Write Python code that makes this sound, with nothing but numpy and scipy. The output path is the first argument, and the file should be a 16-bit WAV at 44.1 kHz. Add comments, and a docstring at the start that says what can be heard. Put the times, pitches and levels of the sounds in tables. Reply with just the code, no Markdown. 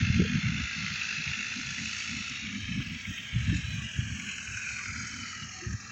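"""A four-cylinder diesel tractor drags a leveller over a dry field, some way off. From the start each
firing excites a burst of metallic noise; the hardest knocks stand out, with an occasional clank, and
gusts buffet and thump the microphone. After two seconds the engine throttles back; then the microphone
swings away and the clatter's colour slides down. Near 3.5 s the wind thumps again, and by 5 s the
engine is heard mostly from the side, slower and hollow, over the even hush of the field."""
import sys
import numpy as np
from scipy import signal
from scipy.fft import rfft, irfft, next_fast_len
from scipy.io import wavfile
from scipy.ndimage import uniform_filter1d

SR = 44100
rng = np.random.default_rng(int(sys.argv[2]) if len(sys.argv) > 2 else 0)


def master(y):
    """Save y as 16-bit WAV."""
    cut = np.clip(np.atleast_2d(y).T, -1, 1)
    pcm = np.round(cut * 32767)  # scale
    wavfile.write(sys.argv[1], SR, pcm.astype(np.int16))


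N = 260631
TIME = np.arange(N) / SR

# balance of the engine's voices: t/s, share under load (0-1), share heard from the side (0-1)
ENGINE_STATE = [(0, 0.79, 0.24), (2.15, 0.66, 0), (2.65, 0, 0.03), (3.5, 0.23, 0.26), (4.1, 0.05, 0.49),
                (4.8, 0.1, 0.81), (5.91, 0.4, 0.8)]
# spectrum of the block under load: f/Hz, relative level/dB
LOADED_SPECTRUM = [(500, -43.5), (900, -20.5), (1130, -24), (1330, -4), (1600, -3), (2100, -2.5),
                   (2320, -13), (2480, -4), (2660, -1), (2880, -3.5), (3130, -17.5), (3480, -2),
                   (3750, -14), (4300, -51)]
# slide of the clatter's colour as the microphone turns: t/s, shift/octaves
COLOUR_SLIDE = [(2.3, 0.52), (3.5, 0.26), (4.2, 0.11), (4.7, 0.013), (5.2, -0.1), (5.6, -0.29),
                (5.91, -0.31)]


def clatter(firings):
    """Forced vibration: the firings shake the block, the loose tinwork and the injectors."""
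    # t/s, knock level/dB, rattle level/dB, injector tick level/dB
    levels = [(0.0, -32, -45, -46.5), (0.49, -35.5, -52, -47.5), (0.92, -34.5, -43, -43.5),
              (1.6, -37, -46, -44.5), (2.0, -38, -44, -42), (2.4, -37.5, -49, -48),
              (2.75, -40, -53.5, -49.5), (2.97, -41.5, -54, -52.5), (3.1, -41, -60, -52),
              (3.36, -40.5, -57, -54.5), (3.48, -40.5, -50, -51), (3.93, -42, -60.5, -50.5),
              (4.28, -39, -58, -47.5), (4.42, -40, -61, -46), (4.8, -38.5, -51, -45),
              (5.15, -44, -45.5, -46), (5.51, -47.5, -58, -45.5), (5.91, -45.5, -54.5, -48)]
    # swells and lulls of the knock: middle t/s, duration/s, gain/dB
    surges = [(0.156, 0.37, -2.5), (0.703, 0.16, -1), (1.236, .3, 0.5), (2, 0.2, 2), (2.588, 0.032, -6),
              (2.79, 0.054, 1.5), (3.26, 0.19, -1), (3.494, .1, 2.5), (4.27, 0.067, 2), (4.7, 0.064, 1),
              (5.1, 0.45, 2), (5.418, 0.046, 2.5), (5.67, 0.061, 1)]
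    # spectra of tinwork and injectors: f/Hz, relative level/dB
    rattle_spectrum = [(2800, -29.5), (3500, -44.5), (3850, 3), (4350, 6), (4750, 3), (5100, 4),
                       (5600, -11), (6500, -59.5)]
    tick_spectrum = [(4300, -22), (5150, -5.5), (5450, 3.5), (6100, 2.5), (6600, 4), (6950, 1.5),
                     (7300, -7), (7700, -3), (8100, -16.5), (8600, -32), (9000, -65)]
    knock_db, rattle_db, tick_db = in_time(levels)
    surge_db = sum(db * swell(t, length) for t, length, db in surges)
    beat = firing_envelope(firings, rise=.15, fall=.21, jitter=.022, whirr_db=-6.5, uneven_db=.6)
    knock = from_db(knock_db + surge_db) * block_knock(firings, beat)
    buzz = unit_rms(beat ** 0.95)    # loose parts go on buzzing between firings
    rattle = coloured(buzz * vibration(firings, repeat=0.06, flutter_db=1.0), rattle_spectrum)
    tick = coloured(buzz * vibration(firings, repeat=0.05, flutter_db=1.0), tick_spectrum)
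    turning = np.interp(TIME, [2.2, 3.3], [0, 1])    # the treble starts to swirl with the turn
    rattle = swirl(from_db(rattle_db) * rattle, strength=1.6 * turning)
    tick = swirl(from_db(tick_db) * tick, strength=.7 * turning)
    return knock + rattle + tick


def block_knock(firings, beat):
    """Incoherent sources add in power: the block's voices are blended by load and by direction."""
    # spectrum of the block running light: f/Hz, relative level/dB
    light_spectrum = [(600, -35.5), (1080, -16.5), (1280, -6.5), (1450, -11), (1630, 8.5), (1850, -4.5),
                      (2200, 8), (2700, 5), (3200, 3), (3500, -6), (3900, -2), (4300, -34)]
    load, aside = in_time(ENGINE_STATE)
    struck = coloured(block_modes(firings, uneven_db=1.6, scatter_s=.0005), LOADED_SPECTRUM)
    shaken = coloured(beat * vibration(firings, repeat=0.08, flutter_db=1.0), LOADED_SPECTRUM)
    labouring = unit_rms(shaken + from_db(-1) * struck)
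    softened = beat ** 0.75    # with the fuel cut back the firings stand out less
    coasting = coloured(softened * vibration(firings, repeat=0.14, flutter_db=1.7), light_spectrum)
    coasting = swirl(coasting, strength=.5)
    ahead = np.sqrt(load) * labouring + np.sqrt(1 - load) * coasting
    return np.sqrt(1 - aside) * ahead + np.sqrt(aside) * side_clatter(firings, beat)


def firing_envelope(firings, rise, fall, jitter, whirr_db, uneven_db):
    """Amplitude modulation: a burst per firing over the whirr of gears; times are in firing periods."""
    # cylinders in firing order: gain/dB weighted more under load, gain/dB weighted more running light
    cylinders = [(-2, -1.5), (-0.5, -2.5), (1.5, -2.5), (0.5, -1.5)]
    load, _ = in_time(ENGINE_STATE)
    count = np.round(firings).astype(int)
    force, timing = rng.standard_normal((512, 2))[count].T
    since = firings - count + jitter * timing
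    loaded_db, light_db = np.array(cylinders)[count % len(cylinders)].T
    strength = from_db(load * loaded_db + (2.5 - load) * light_db + uneven_db * force)
    burst = strength * np.exp(-np.where(since < 0, -since / rise, since / fall))
    return unit_rms(np.hypot(burst, from_db(whirr_db)))


def vibration(firings, repeat, flutter_db):
    """Partial coherence: the share `repeat` of the power recurs at every firing, the rest is random."""
    count = np.round(firings).astype(int)
    age = np.arange(N) - np.searchsorted(count, count)    # samples into this firing
    pattern = rng.standard_normal(2048)
    shaking = np.sqrt(repeat) * pattern[age] + np.sqrt(1 - repeat) * rng.standard_normal(N)
    return shaking * from_db(flutter_db * drift(90))


def block_modes(firings, uneven_db, scatter_s):
    """Impulse response: each firing strikes the block's modes, which ring as damped sinusoids."""
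    # f/Hz, relative level/dB, t60/s
    modes = [(1360, -3, 0.012), (2146, -7, 0.056), (2457, 7, 0.046), (2622, 1, 0.056), (2727, 0.5, 0.051),
             (3470, -7.5, 0.036)]
    starts = np.flatnonzero(np.diff(np.floor(firings)))
    out = 0
    for hz, db, t60 in modes:
        late, strength = rng.standard_normal((2, 512))[:, :len(starts)]
        strikes = np.clip(starts + (late * scatter_s * SR).astype(int), 0, N - 1)
        impulses = np.full(N, 1e-18)
        impulses[strikes] = from_db(db + uneven_db * strength)
        r, w = from_db(-60 / (t60 * SR)), 2 * np.pi * hz / SR
        out = out + signal.lfilter([0, np.sin(w)], [1, -2 * r * np.cos(w), r * r], impulses)
    return out


def side_clatter(firings, beat):
    """Directivity: from the side, separate peaks slide down through the engine's steady spectrum."""
    # f/Hz at zero slide, bandwidth/Hz, relative level/dB, octaves per octave of slide
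    peaks = [(1034, 100, -2.5, 1.3), (1500, 303, 1, 1.046), (2064, 370, -1.5, 1.2), (2400, 400, 2.5, 1.5),
             (2810, 610, -2, 1.5), (3710, 330, 2.5, 1.59), (4870, 260, -11.5, 1.3)]
    # f/Hz, relative level/dB
    side_spectrum = [(700, -20), (1130, -12), (1290, 0), (2600, 0), (3100, -1.5), (3400, -12), (4300, -11),
                     (5200, -18)]
    slide, = in_time(COLOUR_SLIDE)
    out = 0
    for rest_hz, width, db, follows in peaks:
        hz = rest_hz * 2 ** (follows * slide)
        shaking = beat * vibration(firings, repeat=0.027, flutter_db=2.0)
        peak = resonance(resonance(shaking, hz, width), hz, width)
        out = out + from_db(db + 2 * drift(9)) * peak
    return coloured(out, side_spectrum)


def exhaust(firings, waver_db):
    """Periodic gas pulses drone at harmonics of the firing rate, louder under load, wavering in wind."""
    # multiple of the firing rate, relative level/dB
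    harmonics = [(2, -61.5), (3, -61), (4, -60.5), (5, -74)]
    load, _ = in_time(ENGINE_STATE)
    drone = sum(from_db(db + waver_db * drift(6.1)) * np.sin(2 * np.pi * k * firings)
                for k, db in harmonics)
    return np.sqrt(2) * drone * from_db(-7 * (1.5 - load))


def hard_knocks(t60, width_hz, crack_db, gain_db):
    """Damped transients: the engine's hardest knocks, with an occasional metallic clank."""
    # t/s, relative level/dB, ringing f/Hz
    knocks = [(0.1431, -21.5, 2600), (0.5796, -29, 2580), (1.0136, -23.5, 2600), (1.3154, -27, 2390),
              (1.3334, -23, 2760), (1.5204, -23.5, 2650), (1.7794, -21.5, 2000), (1.8552, -24, 2560),
              (2.0023, -29, 2670), (2.0393, -33, 2390), (2.7994, -31, 1480), (2.8664, -31.5, 2380),
              (3.051, -26.5, 2170), (3.4974, -37, 1590), (4.1969, -27, 2300), (4.2892, -27, 2350),
              (4.4742, -26, 2455), (4.569, -27.5, 2350), (4.8559, -23, 2460), (5.0444, -36, 2210),
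              (5.4234, -34, 2870)]
    out, age = np.zeros(N + SR), TIME[:SR // 8]
    crack = from_db(crack_db) * coloured(rng.standard_normal(N), LOADED_SPECTRUM)
    for t, db, hz in knocks:
        span = round(t * SR) + np.arange(len(age))
        band = signal.butter(2, [hz - width_hz / 2, hz + width_hz / 2], "band", fs=SR, output="sos")
        ring = unit_rms(signal.sosfilt(band, rng.standard_normal(len(age))))
        out[span] += from_db(db + gain_db - 60 * age / t60) * (ring + crack[span])
    return signal.sosfilt(signal.butter(6, 4500, fs=SR, output="sos"), out[:N] + 1e-18)


def swirl(x, strength, count=10):
    """Multipath interference: moving air over the warm field opens and closes slightly longer paths."""
    lags_s = rng.uniform(.0006, .005, count)
    paths = sum(drift(7) * np.pad(x, (round(lag * SR), 0))[:N] for lag in lags_s) / np.sqrt(count)
    return (x + strength * paths) / np.sqrt(1 + strength ** 2)


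def reflection(x, gain_db):
    """Comb filtering: a nearby surface sends the sound back a moment later."""
    # t/s, delay/ms, relative amplitude
    echo = [(0, 1.17, 0.13), (2.2, 1.84, 0), (2.8, 1.47, 0.08), (3.2, 1.58, 0.3), (3.85, 2.12, 0.28),
            (4.75, 1.98, 0.04), (5.3, 2.5, 0.13), (5.91, 2.56, 0.24)]
    delay_ms, strength = in_time(echo)
    return x + from_db(gain_db) * strength * np.interp(TIME - delay_ms / 1000, TIME, x)


def hollows(x):
    """Time-varying filtering: hollows and ridges open and close in the clatter, many sliding down.
    The top treble dulls at the start, briefly near 2.5 s, and at the end."""
    # strongest at t/s, duration/s, f/Hz then, bandwidth/Hz, gain/dB, octaves per octave of slide
    bands = [(0.29, 3.5, 3020, 230, -7, 0.17), (0.31, 2.5, 7750, 1180, -36, 0.18),
             (1.1, 1.7, 9600, 1400, -22.5, 0), (0.403, 6.3, 4990, 340, -3, 2.3),
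             (2.54, 0.62, 7550, 1200, -22, 1.6), (2, 1.8, 1610, 160, -7, 1.2),
             (2.65, 0.49, 4630, 290, -9.5, 0.84), (3.14, 0.29, 4070, 150, -17, 0.14),
             (3.19, 0.24, 3650, 150, 11.5, 0.3), (3.5, 0.13, 4300, 300, 4.5, 0.6),
             (3.56, 0.46, 4650, 264, -5, 0.04), (3.705, 0.91, 4980, 200, -16.5, 0),
             (4.07, 0.99, 3980, 151, -34, 1.06), (3.7, 0.35, 3880, 280, 9, 0.35),
             (3.94, 0.56, 4500, 200, -26, 1.4), (4.34, 0.81, 3450, 370, -23.5, 1.3),
             (4.293, 0.89, 1950, 150, -9, 1.8), (4.96, 0.54, 2760, 320, -24.5, 0.43),
             (5.1, 0.6, 1800, 140, -5.5, 1.5), (4.83, 0.64, 4000, 490, -11, 0.56),
             (5.05, 0.67, 3370, 240, -14, 0.75), (5.27, 0.56, 2977, 106, 13, 0.6),
             (5.68, 0.18, 1780, 140, 7, 0.31), (5.7, 0.6, 3420, 390, -10.5, 0.52),
             (5.745, 0.64, 3200, 290, 4.5, 0.45), (5.87, 0.59, 1490, 140, -19.5, 0.13),
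             (5.88, 0.4, 2100, 240, -25, 0.24), (5.803, 0.21, 2840, 510, -25, 0),
             (5.9, 1.34, 7960, 1200, -21, 0.022)]
    slide, = in_time(COLOUR_SLIDE)
    for t, length, hz, width, db, follows in bands:
        centre = hz * 2 ** (follows * (slide - np.interp(t, TIME, slide)))
        cut = 1 - from_db(db / 2 * swell(t, length))
        for _ in range(2):    # two passes, half the decibels each
            x = x - cut * resonance(x, centre, width)
    return x


def wind(gain_db, lump_db):
    """Turbulence at the microphone port: gusts over a breeze, the larger eddies rumbling lower."""
    # start t/s, duration/s, relative level/dB of large, middling and small eddies
    gusts = [(0.013, 0.101, -30.0, -35, -36), (0.144, 0.099, -29.5, -34, -31.5),
             (0.279, 0.11, -37.5, -33.5, -36), (0.444, 0.073, -32.5, -29, -38.5),
             (0.536, 0.078, -40.5, -36.5, -37.0), (0.62, 0.031, -35, -48, -49.5),
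             (0.772, 0.1, -48, -41.5, -45.5), (0.9, 0.037, -51, -42.5, -65.5),
             (1.193, 0.015, -63, -42, -49), (1.276, 0.036, -44, -39.5, -64),
             (1.39, 0.025, -63.5, -69.0, -43), (1.577, 0.032, -70.5, -54, -38),
             (1.665, 0.058, -51.5, -43.0, -67), (1.795, 0.039, -49.5, -49, -41.0),
             (1.857, 0.016, -44, -47.0, -44), (2.094, 0.118, -46.5, -47, -44.5),
             (2.31, 0.031, -70, -47, -47), (2.438, 0.069, -49, -56, -42.0), (2.529, 0.064, -61, -58, -37.5),
             (2.611, 0.05, -44, -61.5, -53), (2.694, 0.11, -41.5, -38, -41),
             (2.768, 0.056, -40, -46, -39.5), (2.867, 0.095, -43, -43, -41),
             (3.086, 0.024, -40, -52, -41.5), (3.204, 0.0023, -53.0, -50, -45),
             (3.346, 0.12, -32.5, -40.0, -48.5), (3.486, 0.07, -28, -31, -36.5),
             (3.583, 0.0095, -33, -31.5, -41.5), (3.641, 0.081, -37.0, -46, -53.5),
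             (3.736, 0.056, -35.5, -40.5, -45.5), (3.82, 0.043, -38, -46, -46.5),
             (3.97, 0.16, -38.5, -45, -48), (4.111, 0.077, -45, -50, -43), (4.205, 0.088, -57.0, -54, -46),
             (4.489, 0.1, -44.5, -70, -73), (4.719, 0.032, -46.5, -68.0, -76),
             (4.887, 0.044, -42.5, -49.5, -48.5), (4.964, 0.1, -44.5, -55, -48.5),
             (5.128, 0.11, -49, -69.5, -47.5), (5.433, 0.021, -45, -49, -52),
             (5.675, 0.067, -35, -44.5, -45)]
    # spectra of the three eddy sizes: f/Hz, relative level/dB
    large = [(20, -45.5), (45, -25.5), (68, -2), (110, -1), (135, -10.5), (175, -24)]
    middling = [(90, -21.5), (130, 0), (180, 0), (240, -22.5)]
    small = [(140, -22), (195, 2), (230, 1.5), (270, -8.5), (320, -22), (430, -42.5), (600, -46)]
    breeze_db = (-54.5, -61.5, -56)
    gust_powers = burst_powers(gusts, attack_s=0.016, release_s=0.011)
    out = 0
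    for spectrum, power, db in zip((large, middling, small), gust_powers, breeze_db):
        flow = coloured(rng.standard_normal(N), spectrum)
        flow /= np.sqrt(uniform_filter1d(flow ** 2, size=1800) + 1e-6)    # even out the level
        strength = np.sqrt(power + from_db(db) ** 2)
        out = out + strength * from_db(lump_db * drift(45)) * flow
    return from_db(gain_db) * out


def thumps(rise_s, gain_db):
    """Damped oscillation: the hardest puffs make the microphone port boom for a few cycles."""
    # t/s, relative level/dB, f/Hz, t60/s
    puffs = [(0.022, -8.5, 112, 0.037), (0.099, -4, 101, 0.037), (0.193, -7.5, 179.5, 0.079),
             (0.198, -11.5, 343, 0.028), (0.216, -19, 408, 0.04), (0.247, -28, 446, 0.061),
             (0.352, -11, 149, 0.051), (3.357, -15.5, 118.8, 0.15), (3.491, -18.5, 158, 0.13),
             (3.524, -25.5, 287, 0.11), (3.986, -11.5, 121, 0.047), (5.738, -15.5, 101, 0.053)]
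    out = np.zeros(N)
    for t, db, hz, t60 in puffs:
        age = np.maximum(TIME - t, 0)
        onset = 1 - np.exp(-(age / rise_s) ** 2)
        decay = from_db(db + gain_db - np.minimum(60 * age / t60, 200))
        out += onset * decay * np.sin(2 * np.pi * hz * age)
    return out


def hums(width_hz):
    """Narrow-band noise is heard as pitch: faint hums swell and fade under the clatter."""
    # middle t/s, duration/s, f/Hz, level/dB
    tones = [(1.2, 0.88, 430, -71), (0.37, 1.8, 660, -72.5), (3.67, 1.13, 640, -70), (5.65, 0.14, 345, -52),
             (5.57, 0.13, 750, -60), (3.8, .07, 1150, -51.5), (4.8, .05, 1170, -50.5), (4.8, .1, 1010, -59)]
    out = 0
    for t, length, hz, db in tones:
        tone = rng.standard_normal(N)
        for _ in range(2):
            tone = resonance(tone, np.full(N, hz), width_hz, block=N)
        out = out + from_db(db) * swell(t, length) * unit_rms(tone)
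    return out


def squeaks(length_s, attack_s, release_s):
    """Tone bursts: brief, very high sinusoids are heard as tiny squeaks."""
    # t/s, f/Hz, peak level/dB
    tones = [(3.74, 10200, -76), (3.96, 11000, -73), (4.26, 9700, -68), (4.435, 10450, -78)]
    return sum(from_db(db) * held(t, length_s, attack_s, release_s) * np.sin(2 * np.pi * hz * TIME)
               for t, hz, db in tones)


def background(field_db, rustle_db):
    """Broadband noise: the steady hush of the field, and modulated rustles in the top treble."""
    # start t/s, duration/s, relative level/dB near 15 kHz, relative level/dB near 8-11 kHz
    rustles = [(.27, 0.017, -80, -101), (.95, 0.11, -78, -99), (1.2, 0.2, -86, -99), (2.8, 0.27, -80, -89),
               (3.09, 0.14, -71.5, -84), (3.36, 0.14, -82.5, -86), (3.68, 0.073, -76, -77),
               (3.85, 0.21, -88, -86), (4.14, 0.17, -81, -78), (4.33, 0.27, -92, -81)]
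    # spectra of the open field with far machines and of both rustle bands: f/Hz, relative level/dB
    field_spectrum = [(25, 13.5), (100, -13.5), (300, 4.5), (440, 5), (540, -3), (640, -0.5), (760, 0.5),
                      (1100, -0.5), (3000, -18.5), (7500, -26), (9000, -50.5), (13000, -46), (15800, -44)]
    upper_spectrum = [(7000, -39.5), (9500, -29.5), (10900, -14.5), (11800, -15.5), (13700, -9),
                      (14400, -6), (15100, 1.5), (15800, 2.5)]
    lower_spectrum = [(7000, -7.5), (8400, 12.5), (9300, -6), (10200, -5.5), (10900, 2), (11400, -15),
                      (14000, -8.5)]
    upper_power, lower_power = burst_powers(rustles, attack_s=0.05, release_s=0.06)
    floor_power = from_db(-87.5) ** 2
    upper = np.sqrt(upper_power + floor_power) * coloured(rng.standard_normal(N), upper_spectrum)
    lower = np.sqrt(lower_power) * coloured(rng.standard_normal(N), lower_spectrum)
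    flicker = from_db(rustle_db + 2.5 * drift(120))
    hush = from_db(field_db) * coloured(rng.standard_normal(N), field_spectrum)
    return hush + flicker * (upper + lower)


def coloured(x, spectrum):
    """Minimum-phase (causal) filtering by a spectrum of f/Hz, level/dB; the result has rms 1."""
    size = 2 * next_fast_len(N // 2 + 8192)
    hz, db = np.transpose(spectrum)
    hz, db = np.append(hz, 2 * hz[-1]), np.append(db, db[-1] - 60)    # roll off above the last point
    octaves = np.log2(np.maximum(np.fft.rfftfreq(size, 1 / SR), 1))
    cepstrum = irfft(np.log(from_db(np.interp(octaves, np.log2(hz), db))))
    cepstrum[1:size // 2] *= 2    # fold onto positive time
    cepstrum[size // 2 + 1:] = 0
    return unit_rms(irfft(rfft(x, size) * np.exp(rfft(cepstrum)))[:N])


def resonance(x, hz, width_hz, block=256):
    """A two-pole resonator with peak gain 1, retuned block by block."""
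    out, state = np.zeros(N), np.zeros(2)
    r = np.exp(-np.pi * width_hz / SR)
    g = (1 - r * r) / 2
    for i in range(0, N, block):
        poles = [1, -(1 + r * r) * np.cos(2 * np.pi * hz[i] / SR), r * r]
        out[i:i + block], state = signal.lfilter([g, 0, -g], poles, x[i:i + block], zi=state)
    return out


def drift(per_s):
    """A random fluctuation of rms 1 through per_s new values a second."""
    knots = rng.standard_normal(4096)
    return unit_rms(np.interp(TIME * per_s, np.arange(len(knots)), knots))


def swell(t, length):
    """A Gaussian envelope, 1 at time t."""
    return np.exp(-np.minimum((2 * (TIME - t) / length) ** 2, 50))


def held(start, length, attack_s, release_s):
    """An envelope that rises until start, holds for length and decays exponentially."""
    early, late = np.maximum(start - TIME, 0), np.maximum(TIME - start - length, 0)
    return np.exp(-np.minimum((early / attack_s) ** 2 + late / release_s, 50))


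def burst_powers(rows, attack_s, release_s):
    """Power summation of held bursts: one curve for each level column."""
    return sum(from_db(levels)[:, None] ** 2 * held(t, length, attack_s, release_s) ** 2
               for t, length, *levels in rows)


def in_time(rows):
    """Linear interpolation of each column against the first, t/s."""
    t, *columns = np.transpose(rows)
    return [np.interp(TIME, t, column) for column in columns]


def from_db(db):
    """Decibels to amplitude ratio."""
    return 10 ** (np.asarray(db) / 20)


def unit_rms(x):
    """Normalisation to rms 1."""
    return x / np.sqrt(np.mean(x ** 2) + 1e-20)


def scene():
    """Superposition of tractor, wind and field at one microphone."""
    # t/s, firing rate f/Hz
    engine_speed = [(0.0, 52.51), (1.77, 53.66), (2.07, 54.82), (2.85, 49.37), (3.42, 43.16), (3.81, 43.41),
                    (4.14, 41.91), (4.35, 43.45), (4.74, 40.83), (4.95, 43.12), (5.91, 41.53)]
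    firing_hz, = in_time(engine_speed)
    firings = .42 + np.cumsum(firing_hz) / SR    # phase, one cycle per firing
    metal = clatter(firings) + hard_knocks(t60=0.061, width_hz=410, crack_db=-8, gain_db=-6)
    metal = reflection(swirl(metal, strength=.3), gain_db=-1.0)
    tractor = hollows(metal) + exhaust(firings, waver_db=6.0)
    air = wind(gain_db=-0.48, lump_db=1.67) + thumps(rise_s=0.0031, gain_db=0.5)
    faint = hums(width_hz=45) + squeaks(length_s=0.012, attack_s=.006, release_s=.015)
    return (tractor + air + faint + background(field_db=-63.5, rustle_db=4.5))[None]


def record(dry):
    """Band limiting: the microphone loses the deepest bass, and the top is cut steeply."""
    bass_cut = signal.butter(3, 35.4, "high", fs=SR, output="sos")
    top_cut = signal.ellip(10, .1, 80, 15850, fs=SR, output="sos")
    return signal.sosfilt(top_cut, signal.sosfilt(bass_cut, dry))


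dry = scene()
out = record(dry)
master(out)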